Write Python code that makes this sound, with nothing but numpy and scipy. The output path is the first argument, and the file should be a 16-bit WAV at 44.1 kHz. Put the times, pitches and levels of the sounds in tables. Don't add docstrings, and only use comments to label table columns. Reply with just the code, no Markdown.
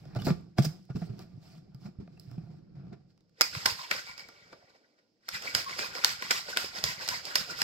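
import sys
import numpy as np
from scipy import signal
from scipy.fft import rfft, irfft, next_fast_len
from scipy.io import wavfile
from scipy.ndimage import uniform_filter1d, map_coordinates

SR = 44100
rng = np.random.default_rng(int(sys.argv[2]) if len(sys.argv) > 2 else 0)


def generate_wav(signal):
    frames = np.transpose(np.atleast_2d(signal))
    scaled = np.clip(frames, -1, 1) * 32767
    pcm = np.round(scaled).astype(np.int16)
    wavfile.write(sys.argv[1], SR, pcm)


N = 336483

# f/Hz, level/dB
AIR = [(18, -54), (30, -10.5), (319, 2.5), (395, -5.5), (490, 3), (2000, -42), (2600, -29.5), (5450, -20),
       (9000, -35), (11700, -71), (19800, -120)]
# t/s, rubbing level/dB, hollow rubbing level/dB, counter rumble level/dB
GRIP = [(0, -66, -67, -59), (.14, -70, -60, -49.5), (.34, -70, -62, -43.5), (.55, -82, -79, -65),
        (.7, -64, -58, -49.5), (.88, -74, -89, -66.5), (1.1, -68.5, -64.5, -50), (1.4, -76, -75.5, -60.5),
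        (1.95, -86, -75, -61.5), (2.15, -75, -72.5, -58), (2.65, -98, -80, -60), (2.9, -92, -71, -54.5),
        (3.02, -94, -79, -65), (3.36, -90, -98.5, -75), (3.41, -83, -100, -100)]
# t/s, hold/s, rubbing level/dB, hollow rubbing level/dB, rumble level/dB
JERKS = [(.162, 0.0054, -51, -38.5, -42), (.2, 0.075, -52, -54, -52), (.25, 0.012, -42, -59.5, -49.5),
         (.272, 0.037, -42.5, -33, -29), (.585, 0.0088, -38.5, -34, -58), (.625, 0.012, -41, -56, -48),
         (.65, 0.002, -33, -40, -36.5), (.903, 0.0018, -72, -47.5, -45), (.958, 0.0099, -54.5, -52.5, -33),
         (1.02, 0.006, -72, -48.5, -47), (1.098, .004, -79, -61, -42), (2.0, 0.03, -83, -68, -44),
         (2.382, .006, -80, -75, -58), (2.93, 0.0053, -83, -51, -45.5)]
JERK_RISE, JERK_SAG, JERK_FALL = 1800, 140, 800
# t/s, hold/s, rubbing level/dB, hollow rubbing level/dB, rumble level/dB
SLIDES = [(.97, 0.097, -59.5, -69, -53), (1.195, 0.029, -57.5, -56.5, -53), (1.432, 0.15, -62, -66.5, -71),
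          (1.81, 0.044, -66, -84, -59), (1.86, 0.0056, -60, -55.5, -49.5), (2.21, 0.14, -67.5, -83, -77),
          (2.31, 0.28, -72.5, -68.5, -55.5), (2.77, 0.085, -91, -67, -67), (3.1, .01, -74.5, -93, -79)]
SLIDE_RISE, SLIDE_SAG, SLIDE_FALL = 560, 13.3, 490
# t/s, level/dB, knock level/dB and snap level/dB against it; the lid and fingers tick until 3.3 s, and
TICKS = [(0.053, -39.5, -5, -27), (0.1491, -36, 0, -13), (0.161, -42, 6, -23), (0.188, -32, -5, -23),
         (0.2188, -25.5, -8, -17), (0.2668, -26, 1, -7), (0.3024, -36, 11.5, -22), (0.4094, -54, -18, -8),
         (0.5824, -20, 4.5, -20), (0.5914, -31.5, -12, -23), (0.852, -62, -25, 3), (0.8889, -65, 4, -24),
         (0.9014, -68, 3, -32), (0.9577, -47, 8, -27), (1.0207, -51, 12, -27), (1.1, -76, 0, -20),
         (1.1912, -44.5, -1, -1), (1.746, -39, -14, -14.5), (1.9844, -67, 1, -24),
         (2.0743, -64.5, 18.5, -28), (2.125, -58, -27, -25), (2.175, -51.5, -4, -13),
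         (2.1969, -45.5, -36, 5.5), (2.3128, -39, -8.5, -16), (2.379, -55, 9, -25), (2.8674, -67, 14, -39),
         (2.9297, -74, -2.5, -35), (3.1763, -43, -20, -41.5), (3.206, -45, -27, -30.5),
         (3.294, -48, -21.5, -24), (4.2869, -39, 0.5, -7), (4.5284, -44, 7, -37)]
# t/s, length/s, f/Hz, level/dB
SQUEAKS = [(.19, 0.039, 2940, -53), (.22, 0.0082, 3500, -46.5), (.9, 0.023, 2730, -60),
           (2.17, 0.014, 2640, -63)]
# f/Hz, width/Hz, level/dB
LID = [(326, 160, 5.5), (515, 170, 5), (705, 91, 11), (1186, 42, 4.5), (1378, 110, 2), (2470, 500, -7.5),
       (3500, 830, -13.5)]
# t/s, level/dB, f/Hz, t60/s
THUMPS = [(0.06, -41, 134, 0.074), (0.162, -22.5, 116, 0.14), (.217, -29.5, 110, .2),
          (0.249, -30, 180, 0.14), (0.304, -13, 167.7, .06), (.588, -7.5, 140.6, 0.034),
          (0.597, -12, 144, 0.081), (.664, -22, 152, 0.062), (.901, -28.5, 129, 0.1),
          (.951, -19.5, 115, 0.09), (.976, -37, 174, 0.06), (1.018, -28, 171.6, 0.12),
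          (1.095, -30.5, 114, 0.13), (1.163, -44, 183, 0.083), (1.339, -39, 112, .13),
          (1.376, -34.5, 118, 0.039), (1.576, -46, 156, 0.12), (1.746, -38, 128, .09),
          (1.848, -46, 197, 0.13), (1.886, -38, 178, 0.041), (1.987, -24, 84, 0.04),
          (2.276, -38.5, 123.5, 0.12), (2.319, -39, 127, 0.14), (2.379, -27, 157, 0.074),
          (2.434, -37, 125, 0.092), (2.492, -47, 153, 0.23), (2.767, -40, 134, .16),
          (2.851, -47, 145, 0.088), (2.919, -41, 181, 0.094)]
# f/Hz, width/Hz, level/dB
COUNTER = [(144.9, 54.3, 3.5), (182.9, 30.6, 2), (344, 97, -14), (57, 113.5, -6)]
# f/Hz, t60/s
KITCHEN = [(200, 0.08), (1000, 0.2), (5000, 0.31), (14000, 0.26)]
# t/s, level/dB, low knock level/dB against it, t60/s (the knock lasts longer)
SLAPS = [(3.4098, 9, -28.5, 0.0049), (3.4157, -2.5, -40.5, 0.0091), (3.5483, -38, -3, 0.013),
         (3.6252, -47, -9, 0.0083), (3.656, -12.5, -17, 0.011), (3.6587, -9.5, -27.5, 0.018),
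         (3.9102, -20.5, -14, 0.024), (4.0627, -39, -27, 0.0087), (4.177, -37.5, -23, 0.025),
         (4.1933, -39, -24.5, 0.015), (5.2824, -26.5, -16, 0.0067), (5.2873, -18.5, -27.5, 0.012),
         (5.408, -32, -35, 0.006), (5.4211, -28.5, -24, 0.014), (5.5489, -3.5, -29.5, 0.0084),
         (5.644, -25, -30, 0.0072), (5.693, -31, -13, 0.01), (5.7083, -40, 3.5, 0.0067),
         (5.7887, -30.5, -12, 0.022), (5.9504, -25, -16.5, 0.0092), (6.0384, -17.5, -6.5, 0.0051),
         (6.0453, 6, -31, 0.0064), (6.2218, -26, -10, 0.01), (6.3058, -21, 3, 0.0038),
         (6.3081, -11.5, -19, 0.022), (6.5614, -40, -10, 0.047), (6.571, -1.5, -25, 0.007),
         (6.8391, -2.5, -32, 0.0068), (7.0099, -37, -14, 0.012), (7.077, -18, -38, 0.012),
         (7.0868, -14, -29, 0.017), (7.2519, -22, -47, 0.012), (7.3545, -9, -29, 0.019),
         (7.6162, -11.5, -22, 0.014)]
# f/Hz, width/Hz, level/dB (the splash passes through them twice)
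CUP = [(500, 750, -6), (1056, 92, 3.5), (1459, 210, 5.5), (1956, 190, 7), (2290, 320, 3.5)]
# f/Hz, width/Hz, level/dB
HEADSPACE = [(1410, 90, -2), (1900, 130, -4.5), (2260, 90, 0)]
# t/s, length/s, f/Hz, level/dB
GURGLES = [(3.42, .03, 2430, -36), (3.655, 0.027, 950, -32.5), (3.775, 0.048, 1054, -42.5),
           (3.835, 0.029, 980, -48), (3.975, 0.031, 1440, -45), (4.06, 0.063, 2250, -47),
           (4.068, 0.043, 1029, -48.5), (5.35, .04, 2420, -44), (5.655, 0.068, 1096, -40),
           (5.78, 0.091, 2474, -42), (5.84, 0.028, 1056, -35.5), (6.345, .022, 1087, -36),
           (6.485, 0.026, 527, -44.5), (6.85, 0.068, 1955, -38), (6.86, 0.054, 1011, -44),
           (7.09, 0.014, 1970, -29.5), (7.11, 0.043, 996, -40), (7.48, 0.094, 1437, -47)]
# t/s, hold/s, spray level/dB, hollow slosh level/dB
THROWS = [(3.42, 0.0091, -44, -51), (3.668, 0.041, -33.5, -46.5), (3.918, 0.071, -38, -48),
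          (4.195, 0.009, -48.5, -79), (5.29, .002, -62, -67.5), (5.556, 0.047, -34, -43),
          (5.79, 0.073, -36, -42), (6.052, 0.067, -33.5, -48.5), (6.318, 0.066, -33, -47),
          (6.58, 0.079, -35.5, -44.5), (6.848, 0.071, -35, -49), (7.092, 0.08, -36.5, -49.5),
          (7.362, 0.05, -35, -48), (7.612, .05, -35, -59)]
THROW_RISE, THROW_SAG, THROW_FALL = 600, 40, 273
# t/s, hold/s, spray level/dB, hollow slosh level/dB
RETURNS = [(3.46, 0.031, -47, -63), (3.547, 0.12, -40, -52), (3.79, 0.06, -43, -71),
           (4.075, 0.037, -47, -68), (5.345, 0.018, -38, -59.5), (5.45, 0.059, -40, -47),
           (5.696, 0.098, -42, -56), (5.954, 0.07, -41, -47), (6.228, 0.086, -41, -54),
           (6.496, 0.027, -39, -49), (6.768, 0.021, -39, -45), (7.018, 0.041, -40, -51.5),
           (7.267, 0.053, -41.5, -47.5), (7.507, 0.0067, -39, -45.5), (7.59, 0.009, -38.5, -58)]
RETURN_RISE, RETURN_SAG, RETURN_FALL = 320, 47, 310
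SLOSH_SAG, SLOSH_FALL = 150, 240
# t/s, hold/s, spray level/dB, hollow slosh level/dB
DROPS = [(4.29, .002, -58.5, -62), (4.53, 0.0021, -56, -48), (4.7, .004, -63, -71.5),
         (4.752, .01, -66, -65), (4.99, 0.0019, -70, -78.5)]
DROP_RISE, DROP_FALL = 790, 1000
# t/s, fizz level/dB, hollow slosh level/dB, deep slosh level/dB,
# headspace ring level/dB against the splash, slosh pitch f/Hz (blends two fixed resonances)
DRAIN = [(3.385, -88.5, -96, -97, -42, 557), (3.408, -60, -74, -68, -44, 520),
         (3.95, -51.5, -65, -78, -23, 573), (4.1, -60, -68, -66, -7, 565), (4.46, -63, -65, -66, -4, 568),
         (4.68, -70.5, -66.5, -75.5, -13.5, 560), (4.93, -78.5, -75, -94.5, -13, 510),
         (5.2, -90.5, -92, -82.5, -18.5, 300), (5.255, -89.5, -86.5, -89.5, -24.5, 300),
         (5.275, -68, -75, -78.5, -28, 399), (5.33, -54, -72, -63, -37, 547)]
DEEP_DB, DEEP_SWAY_DB, DEEP_SWAYS_PER_S = -17.5, 2.5, 25
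# f/Hz, level/dB, left minus right level/dB
PORTS = [(24.6, -11, -9.5), (70.5, -5, -2), (207, 5, 1.5), (794, 3, -2.5), (1720, 3, 4), (2580, 3.5, 1),
         (3610, 3.5, -3), (5200, 11, -11), (6450, -4, 17.5), (7550, 3, -7.5), (8150, -8, 13),
         (10100, -16, 21), (12020, -7.5, -18.5), (13400, -9, -2.5)]
TOP_HZ = 15900


def amp(db):
    return 10 ** (np.asarray(db) / 20)


def unit(x):
    return x / np.sqrt(np.mean(x ** 2) + 1e-20)


def along(f, v, hz):
    return np.interp(np.log(hz + 1), np.log(np.asarray(f) + 1), v)


def curves(tables):
    s, *cols = np.transpose(np.concatenate(tables))
    return [np.interp(np.arange(N) / SR, s, c) for c in cols]


def together(*levels_db):
    return 10 * np.log10(sum(amp(db) ** 2 for db in levels_db))


def swells(rows, rise, sag, fall):
    s, hold, *levels = np.transpose(rows)[:, :, None]
    t = np.arange(0, N, 32) / SR
    late = t - s
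    loss = rise * np.maximum(-late, 0)
    loss = loss + sag * np.clip(late, 0, hold)
    loss = loss + fall * np.maximum(late - hold, 0)
    loss = np.minimum(loss, 150)
    return np.array([np.interp(np.arange(N) / SR, t, together(*(db - loss))) for db in levels])


def filtered(x, response):
    m = 2 * next_fast_len(N // 2 + 8192)
    return irfft(rfft(x, m) * response(np.fft.rfftfreq(m, 1 / SR)), m)[..., :N]


def body(modes):
    def response(f):
        total = 0
        for k, (center, width, db) in enumerate(modes):
            damping = 1j * f * width
            total = total + (-1) ** k * amp(db) * damping / (center * center - f * f + damping)
        return total
    return response


def above(hz):
    return lambda f: (1j * f / (hz + 1j * f)) ** 2


def brightened(x, treble_db):
    treble = signal.sosfiltfilt(signal.butter(2, 7000, "high", fs=SR, output="sos"), x)
    return x + (amp(treble_db) - 1) * treble


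def grains(count, mid_hz, octaves, cycles, spread_db, rise):
    u, t = rng.random((count, 2)), np.arange(400) / SR
    hz = np.clip(mid_hz * 2 ** (octaves * rng.standard_normal((count, 1))), 200, 16000)
    turns = hz * t
    wave = np.sin(2 * np.pi * turns * (1 + rise * turns / cycles))
    wave *= np.exp(-turns / cycles) * (1 - np.exp(-2 * turns))
    rarity = -np.log(u[:, 1:] + .01)
    wave *= amp(spread_db * rarity) * np.hanning(2 * len(t))[len(t):]
    where = (u[:, :1] * N).astype(int) + np.arange(len(t))
    return unit(np.bincount(where.ravel(), wave.ravel(), minlength=N)[:N])


def patchy(depth_db, apart):
    shared, left, right = rng.standard_normal((3, N))
    z = signal.stft(shared + apart * np.array([left, right]), nperseg=256)[2]
    field = uniform_filter1d(rng.standard_normal(z.shape[1:]), size=4, axis=0)
    field = uniform_filter1d(field, size=5, axis=1)
    return unit(signal.istft(z * amp(depth_db * unit(field)), nperseg=256)[1][:, :N])


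def bursts(rows, attack, apart):
    out, t = np.zeros((2, N + SR)), np.arange(SR // 10) / SR
    for s, db, t60 in rows:
        shape = amp(db - 60 * t / max(t60, .002)) * (1 - np.exp(-(t / attack) ** 2))
        shared, left, right = rng.standard_normal((3, len(t)))
        noise = unit(shared + apart * np.array([left, right]))
        out[:, round(s * SR):][:, :len(t)] += shape * noise
    return out[:, :N]


def tones(rows):
    out = np.zeros(N + SR)
    for s, length, hz, db in rows:
        u = np.linspace(0, 1, round(length * SR))
        flutter = np.interp(u * length, np.arange(20) * .0045, rng.standard_normal(size=20))
        envelope = amp(db) * (0.25 + 0.84 * flutter) * np.sin(np.pi * u) ** 0.37
        out[round(s * SR):][:len(u)] += envelope * np.sin(2 * np.pi * hz * u * length)
    return out[:N]


def room_tone():
    a, b = rng.standard_normal((2, N))
    hush = filtered(np.array([a + .5 * b, a - .5 * b]), lambda f: amp(along(*np.transpose(AIR), f)))
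    return amp(-81.0) * unit(hush)


def hands():
    jerks = swells(JERKS, JERK_RISE, JERK_SAG, JERK_FALL)
    slides = swells(SLIDES, SLIDE_RISE, SLIDE_SAG, SLIDE_FALL)
    return together(np.array(curves([GRIP])), jerks, slides)


def lid():
    rub_db, hollow_db, _ = hands()
    slips = grains(count=6000, mid_hz=4150, octaves=0.95, cycles=0.62, spread_db=6.5, rise=0)
    skin = patchy(depth_db=2.5, apart=.9) + .2 * slips
    rub = unit(filtered(skin, above(680)))
    rub = brightened(rub, treble_db=1 + 0.25 * (rub_db + 53.5))
    hollow = unit(filtered(patchy(depth_db=3, apart=0.9), body(LID)))

    crack_rows = [(s, db - 5.5, .008) for s, db, _, _ in TICKS]
    snap_rows = [(s, db + snap_db + 14.0, .006) for s, db, _, snap_db in TICKS]
    knock_rows = [(s, db + knock_db + 14.0, .012) for s, db, knock_db, _ in TICKS]
    crack = filtered(bursts(crack_rows, attack=0.0015, apart=0.2),
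                     lambda f: above(1200)(f) / (1 + 1j * f / 7000))
    snap = filtered(bursts(snap_rows, attack=0.00074, apart=0.95), above(5500))
    knock = filtered(bursts(knock_rows, attack=0.002, apart=0.21), body(LID))
    rubbing = amp(rub_db - 3.5) * rub + amp(hollow_db - 2.5) * hollow
    return rubbing + crack + snap + knock + tones(SQUEAKS)


def counter():
    thumps, t = np.zeros(N + SR), np.arange(SR // 3) / SR
    for s, db, hz, t60 in THUMPS:
        swell = amp(db + 2.5 - 60 * t / max(t60, .01)) * (1 - np.exp(-t / 0.0027))
        thumps[round(s * SR):][:len(t)] += swell * np.sin(2 * np.pi * hz * t)
    rumble_db = hands()[2]
    rumble = unit(filtered(patchy(depth_db=-1.0, apart=0.31), body(COUNTER)))
    return thumps[:N] + amp(rumble_db + 3.0) * rumble


def kitchen(x):
    out, hop = np.zeros((2, N + SR)), SR // 8
    for start in range(0, N, hop):
        hz, t, z = signal.stft(rng.standard_normal((2, SR // 3)), SR, nperseg=256)
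        decay = amp(-60 * t / along(*np.transpose(KITCHEN), hz)[:, None])
        tail = signal.istft(z * decay, SR, nperseg=256)[1]
        wet = signal.fftconvolve(x[None, start:start + hop], tail / np.linalg.norm(tail[0]), axes=1)
        out[:, start + 150:][:, :wet.shape[1]] += wet
    return out[:, :N]


def sloshing():
    drops = swells(DROPS, DROP_RISE, 0, DROP_FALL)
    throw_spray = swells(THROWS, THROW_RISE, THROW_SAG, THROW_FALL)[0]
    return_spray = swells(RETURNS, RETURN_RISE, RETURN_SAG, RETURN_FALL)[0]
    throw_slosh = swells(THROWS, THROW_RISE, SLOSH_SAG, SLOSH_FALL)[1]
    return_slosh = swells(RETURNS, RETURN_RISE, SLOSH_SAG, SLOSH_FALL)[1]
    strokes = together(throw_spray, return_spray)
    return strokes, together(strokes, drops[0]), together(throw_slosh, return_slosh, drops[1])


def drink():
    fizz_db, drain_db, drain_deep_db, ring_db, slosh_hz = curves([DRAIN])
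    stroke_db, spray_db, slosh_db = sloshing()
    splash_db = together(spray_db, fizz_db)
    hollow_db = together(slosh_db, drain_db)
    sway = map_coordinates(rng.standard_normal(size=400), [np.arange(N) / SR * DEEP_SWAYS_PER_S])
    deep_db = together(stroke_db + DEEP_DB + DEEP_SWAY_DB * sway, drain_deep_db)

    force = np.clip(splash_db + 30, -30, 12)
    spray = grains(count=7000, mid_hz=4000, octaves=.9, cycles=2.2, spread_db=4, rise=0)
    bubbles = grains(count=3500, mid_hz=1700, octaves=.6, cycles=4, spread_db=1.6, rise=.04)
    foam = patchy(depth_db=2.2, apart=.95)
    fizz = brightened(unit(filtered(foam + 0.26 * spray, above(960))), treble_db=0.33 * force)
    wall = unit(filtered(patchy(depth_db=7.0, apart=1.0), lambda f: body(CUP)(f) ** 2))
    headspace = unit(filtered(patchy(depth_db=-2.0, apart=0.72), lambda f: body(HEADSPACE)(f) ** 2))
    splash = fizz + amp(-8 - 0.07 * force) * wall + amp(-10.5) * bubbles + amp(ring_db) * headspace

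    high = unit(filtered(patchy(depth_db=4.0, apart=0.27), lambda f: body([(545, 430, 0)])(f) ** 2))
    low = unit(filtered(patchy(depth_db=4.0, apart=0.27), lambda f: body([(298, 160, 0)])(f) ** 2))
    sunk = np.clip((560 - slosh_hz) / 260, 0, 1)
    hollow = np.sqrt(1 - sunk) * high + np.sqrt(sunk) * low
    deep_body = body([(60, 60, -2), (135, 70, 0), (185, 60, -3)])
    deep = unit(filtered(patchy(depth_db=4.5, apart=0.14), lambda f: deep_body(f) * 300 / (300 + 1j * f)))

    crack_rows = [(s, db + 0.5, t60) for s, db, _, t60 in SLAPS]
    knock_rows = [(s, db + low_db + 23.0, 1.315 * t60) for s, db, low_db, t60 in SLAPS]
    crack = filtered(bursts(crack_rows, attack=0.0013, apart=1.0), above(740))
    knock = filtered(bursts(knock_rows, attack=0.0014, apart=1.0), body(CUP))
    wash = amp(splash_db - 1.5) * splash + amp(hollow_db - 4.5) * hollow + amp(deep_db) * deep
    return wash + crack + knock + tones(GURGLES)


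def placed(x, lag_ms):
    half_turn = np.array([[1], [-1]])
    return filtered(x, lambda f: np.exp(-1j * np.pi * f * lag_ms / 1000 * half_turn))


def scene():
    top, base, cup = lid(), counter(), drink()
    direct = placed(top, lag_ms=.06) + placed(cup, lag_ms=0.29)
    direct += placed(base, lag_ms=0.72) * amp([[-1.2], [1.2]])
    send = (amp(-9) * top + amp(-7) * cup + amp(-6.0) * base).mean(axis=0)
    return direct + kitchen(send) + room_tone()


def record(dry):
    f, db, side_db = np.transpose(PORTS)
    hz = np.fft.rfftfreq(2048, 1 / SR)
    gain = amp([along(f, db + side_db / 2, hz), along(f, db - side_db / 2, hz)])
    cepstrum = irfft(np.log(gain))
    cepstrum[:, 1:1024] *= 2
    cepstrum[:, 1025:] = 0
    port_response = irfft(np.exp(rfft(cepstrum)))
    heard = signal.fftconvolve(dry, port_response, axes=1)[:, :N]
    heard = heard / (1 + np.abs(heard / .95) ** 6) ** (1 / 6)
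    return filtered(heard, lambda f: np.clip((TOP_HZ - f) / 250 + .5, 0, 1) ** 2)


dry = scene()
out = record(dry)
generate_wav(out)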